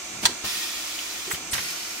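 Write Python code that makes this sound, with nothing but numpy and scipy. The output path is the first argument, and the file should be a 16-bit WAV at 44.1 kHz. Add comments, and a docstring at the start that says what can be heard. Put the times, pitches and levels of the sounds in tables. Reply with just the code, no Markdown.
"""One sharp blast of air, two long hisses, thuds, chirps and clacks sound over a steady hiss and hum.
It is an air-driven pouch filler working through one cycle in a small room. A valve dumps its air and
rings the steel frame, jets open and sag as their pressure drops, cylinders hit their stops, seals
squeak and steel parts knock together. Behind it all, an air line leaks and motors rumble."""
import sys
import numpy as np
from scipy import signal
from scipy.fft import rfft, irfft
from scipy.io import wavfile
from scipy.ndimage import uniform_filter1d

SR = 44100
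rng = np.random.default_rng(int(sys.argv[2]) if len(sys.argv) > 2 else 0)


def master_out(mix):
    """Clip the mix to full scale and print it as 16-bit PCM to the path in sys.argv[1]."""
    frames = np.transpose(np.atleast_2d(mix))
    ceiling = np.clip(frames, -1, 1)
    pcm = np.round(ceiling * 32767).astype(np.int16)
    wavfile.write(sys.argv[1], SR, pcm)


N = 88200
T, HZ = np.arange(N) / SR, np.fft.rfftfreq(N, 1 / SR)

# Which side the jets and puffs favour. Each row: frequency in Hz, left minus right in dB.
AIR_BALANCE = [(700, -3), (1290, 1.5), (2380, -6.5), (4400, -4.5), (8120, 2), (15000, 1.5)]


def valve_blast():
    """A valve dumps its air in a few milliseconds and rings the frame; a nearby plate throws it back."""
    # The blast's tone colour. Each row: frequency in Hz, relative level in dB.
    spectrum = [(88, -45), (150, -25), (555, -20), (923, -7), (1260, -19), (1790, -5), (2700, -9),
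                (3490, 0.5), (3770, -9.5), (4080, -3), (5150, -8), (6640, -5), (9260, -10), (11300, -21.5),
                (16000, -17.5)]
    # Which side it favours. Each row: frequency in Hz, left minus right in dB.
    balance = [(300, 8), (700, -4), (1290, 9), (2380, -3.5), (4400, -6), (8120, 5), (15000, -1)]
    # The steel frame's notes. Each row: pitch in Hz, left and right levels in dB, seconds to fade 60 dB.
    frame_notes = [(1006, -35, -28, 0.1), (1628, -30, -32, 0.068), (1803, -33, -24, 0.06),
                   (1990, -28, -31, 0.04), (3030, -28, -25, .04), (3205, -27, -15, 0.045),
                   (3489, -16, -13, 0.02), (4113, -26, -14, 0.047), (4487, -22, -25, 0.085),
                   (4830, -36, -17.5, 0.069), (6200, -24, -32, 0.033), (6503, -24, -29, 0.049),
                   (6830, -22, -19, 0.031)]
    start, swell, echo_delay = 0.2535, 0.0051, 0.0087  # seconds
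    air = ring = 0
    for delay, db in [(0, -11), (echo_delay, -21.5)]:
        shape = burst(start + delay, rise=0.0004, hold=0.0068, fall=0.0047)
        air += amp(db) * shape * noise(amp(read(spectrum)), likeness=0.049)
    for hz, left, right, fade in frame_notes:
        shape = burst(start, swell, swell, fade / np.log(1000))
        phase = rng.random() + 0.34 * rng.random((2, 1))  # a little different in each ear
        ring += amp([[left], [right]]) * shape * np.sin(2 * np.pi * (hz * T + phase))
    return lean(air, balance) + ring


def air_jets():
    """Each jet opens quickly, sags as its pressure drops and is shut off."""
    # Each row: opening and closing times in seconds, level in dB, sag in dB per second,
    # stroke (0 outward, 1 return).
    jets = [(0.433, 1.352, -31, 6, 0), (.44, 0.643, -37.5, 16, 0), (1.51, 2.1, -34.5, 3.5, 1),
            (1.524, 1.716, -38, 20, 1)]
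    # The hiss of each stroke. Each row: frequency in Hz, relative level in dB.
    outward_hiss = [(500,-25),(900,-15),(1600,-9.5),(2600,-4),(3500,-4),(5000,-2),(7000,-7.5),(9000,-8),(12000,-9),(16000,-13)]
    return_hiss = [(500,-20),(900,-20),(1600,-4.5),(2600,-3),(3500,-2.5),(5000,-3.5),(7000,-6.5),(9000,-8.5),(12000,-7),(16000,-14)]
    # Resonances in each hiss. Each row: centre and width in Hz, left and right boosts in dB.
    outward_peaks = [(1210, 82, 9.5, 12), (1400, 34, 15, 3), (1861, 44, 21.5, 14), (2400, 110, -1, 3.2),
                     (2560, 110, 7, 3.4), (3190, 50, 10.5, 7.6), (3480, 40, 16, 5.8), (3700, 160, 6, 3.8),
                     (3960, 20, 7.5, 7), (4580, 60, 12, 2.9), (5290, 66, 11, 7.3), (6330, 160, 8, 4)]
    return_peaks = [(1416, 61, 11.5, 1), (1990, 150, 9.5, 1), (2530, 81, 5, 4.4), (4480, 130, 12, 2.3),
                    (5100, 58, 1, 5), (5150, 55, 11, 5.3), (5370, 130, 16, 9.7), (6130, 90, 9, 13),
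                    (8000, 100, 6, 2), (9200, 70, 9, 6)]
    # The outward jet's faint whistles. Each row: pitch and width in Hz, level against the jet in dB.
    whistles = [(1889, 19, -23.5), (3350, 31, -22), (3530, 22, -19)]
    whistle = sum(amp(db) * noise(np.exp(-2 * ((HZ - hz) / width) ** 2), likeness=0.66)
                  for hz, width, db in whistles)
    streams = [air_stream(outward_hiss, outward_peaks, diffuse=0.22) + whistle,
               air_stream(return_hiss, return_peaks, diffuse=0.23)]
    air = 0
    for opens, closes, db, sag, stroke in jets:
        shape = burst(opens, rise=0.015, hold=closes - opens, fall=0.041)
        air += shape * amp(db - sag * (T - opens)) * streams[round(stroke)]
    return lean(air, AIR_BALANCE)


def steel_clacks():
    """Steel parts knock together, and every blow rings the steel stops."""
    # Each row: start in seconds, level in dB, centre in Hz, width in octaves, decay in seconds.
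    hits = [(.23, -33, 716, 1, 0.043), (.256, -23, 910, .2, 0.013), (.259, -24.5, 1770, .15, 0.009),
            (.443, -34, 900, 0.53, .025), (.989, -28, 2920, .25, 0.0089), (1.3115, -21, 1450, 0.59, 0.0064),
            (1.345, -28, 1800, 1, 0.0076), (1.532, -31, 1400, 0.92, 0.031), (1.547, -31, 1300, .9, 0.026),
            (1.58, -23, 1390, 0.84, 0.0088)]
    # Resonances of the stops. Each row: centre and width in Hz, boost in dB.
    stop_peaks = [(1000, 72, 4.5), (1454, 29, 3.5), (1600, 54, 6.5), (1895, 42, 12), (2135, 110, 10.5),
                  (3100, 120, 12)]
    boost_db = sum(db * resonance(hz, width) for hz, width, db in stop_peaks)
    return knocks(hits, rise=0.0007, likeness=0.5, colour=amp(boost_db))


def cylinder_thuds():
    """Cylinders run into their stops with low, dull blows."""
    # Each row: start in seconds, level in dB, centre in Hz, width in octaves, decay in seconds.
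    hits = [(.224, -35.5, 220, .45, 0.04), (.245, -40, 85, 0.64, .02), (.288, -34.5, 305, 0.52, 0.015),
            (.438, -34, 140, 2.14, 0.025), (1.277, -34.5, 370, 0.088, 0.0091),
            (1.298, -37.5, 368, 0.22, 0.019), (1.334, -34, 111, 0.98, 0.0071),
            (1.526, -36.5, 93, .8, 0.033)]
    return knocks(hits, rise=0.005, likeness=0.93)


def air_puffs():
    """A little air escapes as the valves switch."""
    # Each row: start, hold and fall in seconds, level in dB, centre in Hz, width in octaves.
    puffs = [(0.214, 0.026, .012, -40, 7000, 0.82), (0.227, 0.031, 0.01, -30, 3440, 1.1),
             (1.303, 0.03, 0.018, -30.5, 8400, 1.2), (1.508, 0.033, 0.024, -33.5, 9000, 0.27),
             (1.529, 0.013, .009, -23, 4480, 1)]
    rise = 0.0046  # seconds
    air = sum(amp(db) * burst(start, rise, hold, fall) * noise(hump(hz, width), likeness=0.071)
              for start, hold, fall, db, hz, width in puffs)
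    return lean(air, AIR_BALANCE)


def seal_chirps():
    """Piston seals squeak briefly as they start and stop."""
    # Each row: start and length in seconds, pitch in Hz, level in dB.
    chirps = [(1.3175, .008, 8000, -27), (1.3255, .005, 8300, -29), (1.521, .007, 8100, -28)]
    sound = 0
    for start, length, hz, db in chirps:
        shape = np.sin(np.pi * np.clip((T - start) / length, 0, 1))
        sound += amp(db) * shaped_noise(shape, hump(hz, octaves=0.041), likeness=0.7)
    return sound * amp([[2], [-2]])  # a little to the left


def air_leak():
    """A leaking air line hisses all the time."""
    # The leak's tone colour. Each row: frequency in Hz, relative level in dB.
    spectrum = [(400,-26),(560,-6.5),(850,-4.5),(1400,-6),(1800,-8),(2350,-5),(2800,-6.5),(3400,-7.5),(5000,-7.5),(6000,-3),(7000,-4),(8000,-9),(8700,-8),(10000,-20),(11000,-21.5),(14000,-20),(16000,-26)]
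    # Its resonances. Each row: centre and width in Hz, left and right boosts in dB.
    peaks = [(2330, 200, 2, 6), (5900, 100, 5, 5), (6380, 80, 1, 6), (6860, 100, 5, 2), (8200, 200, 7, 0)]
    # Which side it favours. Each row: frequency in Hz, left minus right in dB.
    balance = [(700, -0.5), (1290, 3), (2380, -6.5), (4400, -4.5), (8120, 1), (15000, 4)]
    return amp(-36) * lean(air_stream(spectrum, peaks, diffuse=0.38), balance)


def motor_rumble():
    """Running motors make a low, steady noise."""
    # The rumble's tone colour. Each row: frequency in Hz, relative level in dB.
    spectrum = [(20,-16),(50,-7),(85,-8.5),(120,-11),(165,-22.5),(205,-2.5),(255,-7.5),(321,1),(430,-6.5),(600,-13),(900,-40)]
    return amp(-50.5) * noise(amp(read(spectrum)), likeness=0.79)


def slide_shudder():
    """The slide shudders faintly as it travels."""
    # Each row: start and stop in seconds, level in dB.
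    moves = [(0.095, 0.307, -48), (0.447, .6, -57.5), (1.266, 1.707, -52.5)]
    shape = sum(amp(db) * burst(start, rise=0.01, hold=stop - start, fall=0.052)
                for start, stop, db in moves)
    return shape * noise(hump(178, octaves=1), likeness=1)


def room_echo(x):
    """Hard walls send back a short wash of echoes."""
    fade = 0.29  # seconds to fade 60 dB
    tail = rng.standard_normal((2, N)) * burst(0.015, rise=0.006, hold=0.003, fall=fade / np.log(1000))
    return amp(-15.5) * signal.fftconvolve(x, tail / np.linalg.norm(tail[0]), axes=1)[:, :N]


def air_stream(spectrum, peaks, diffuse):
    """Rushing air bounces off nearby steel plates; diffuse is the share of plain, wide noise mixed in."""
    boost_db = sum(np.array([[left], [right]]) * resonance(hz, width) for hz, width, left, right in peaks)
    gain = amp(read(spectrum) + boost_db)
    bounces = rfft(rng.standard_normal((2, N)) * np.exp(-T / 0.0046))
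    bounces /= np.sqrt(uniform_filter1d(abs(bounces) ** 2, size=800, axis=1))  # keep only fine ripples
    direct = unit(irfft(rfft(rng.standard_normal(N)) * bounces * gain, N))
    return np.sqrt(1 - diffuse) * direct + np.sqrt(diffuse) * noise(gain, likeness=0.12)


def knocks(hits, rise, likeness, colour=1):
    """Each blow wakes many close vibrations that die quickly, like a short burst of noise."""
    return sum(amp(db) * shaped_noise(burst(start, rise, rise, decay), colour * hump(hz, width), likeness)
               for start, db, hz, width, decay in hits)


def shaped_noise(shape, gain, likeness):
    """Noise that follows a loudness curve and has the same average power as that curve."""
    return np.sqrt(np.mean(shape ** 2)) * unit(shape * noise(gain, likeness))


def noise(gain, likeness):
    """Stereo noise with the tone colour gain; likeness is the share common to both sides."""
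    white = rng.standard_normal((3, N))
    stereo = np.sqrt(likeness) * white[0] + np.sqrt(1 - likeness) * white[1:]
    return unit(irfft(rfft(stereo) * gain, N))


def burst(start, rise, hold, fall):
    """A loudness curve that rises, then dies away from start + hold on; all in seconds."""
    return np.clip((T - start) / rise, 0, 1) * np.exp(-np.maximum(T - start - hold, 0) / fall)


def resonance(hz, width):
    """A peak of height 1 around one frequency."""
    return 1 / (1 + (2 * (HZ - hz) / width) ** 2)


def hump(hz, octaves):
    """A bell-shaped band of frequencies."""
    return np.exp(-0.5 * (np.log2((HZ + 1) / hz) / octaves) ** 2)


def lean(x, balance):
    """Shifts each band to the left or right."""
    return irfft(rfft(x) * amp(read(balance) * np.array([[0.5], [-0.5]])), N)


def read(points):
    """Joins a table's points into a curve over frequency, on a log axis."""
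    hz, value = np.transpose(points)
    return np.interp(np.log(HZ + 1), np.log(hz + 1), value)


def amp(db):
    """Turns decibels into gain."""
    return 10 ** (np.asarray(db) / 20)


def unit(x):
    """Scales a sound to an average power of 1."""
    return x / np.sqrt(np.mean(x ** 2) + 1e-20)


def scene():
    """The machine's short sounds echo in the room, over its flowing air and rumble."""
    blows = valve_blast() + air_puffs() + seal_chirps() + steel_clacks() + cylinder_thuds()
    return blows + room_echo(blows) + air_jets() + air_leak() + motor_rumble() + slide_shudder()


def record(dry):
    """Gently rounds off the loudest peaks, then cuts the highest treble."""
    ceiling, cutoff_hz = 0.96, 15800
    rounded = ceiling * np.tanh(dry / ceiling)
    lowpass = signal.firwin(511, cutoff_hz, window=("kaiser", 9), fs=SR)
    return signal.oaconvolve(rounded, lowpass[None], "same")


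dry = scene()
out = record(dry)
master_out(out)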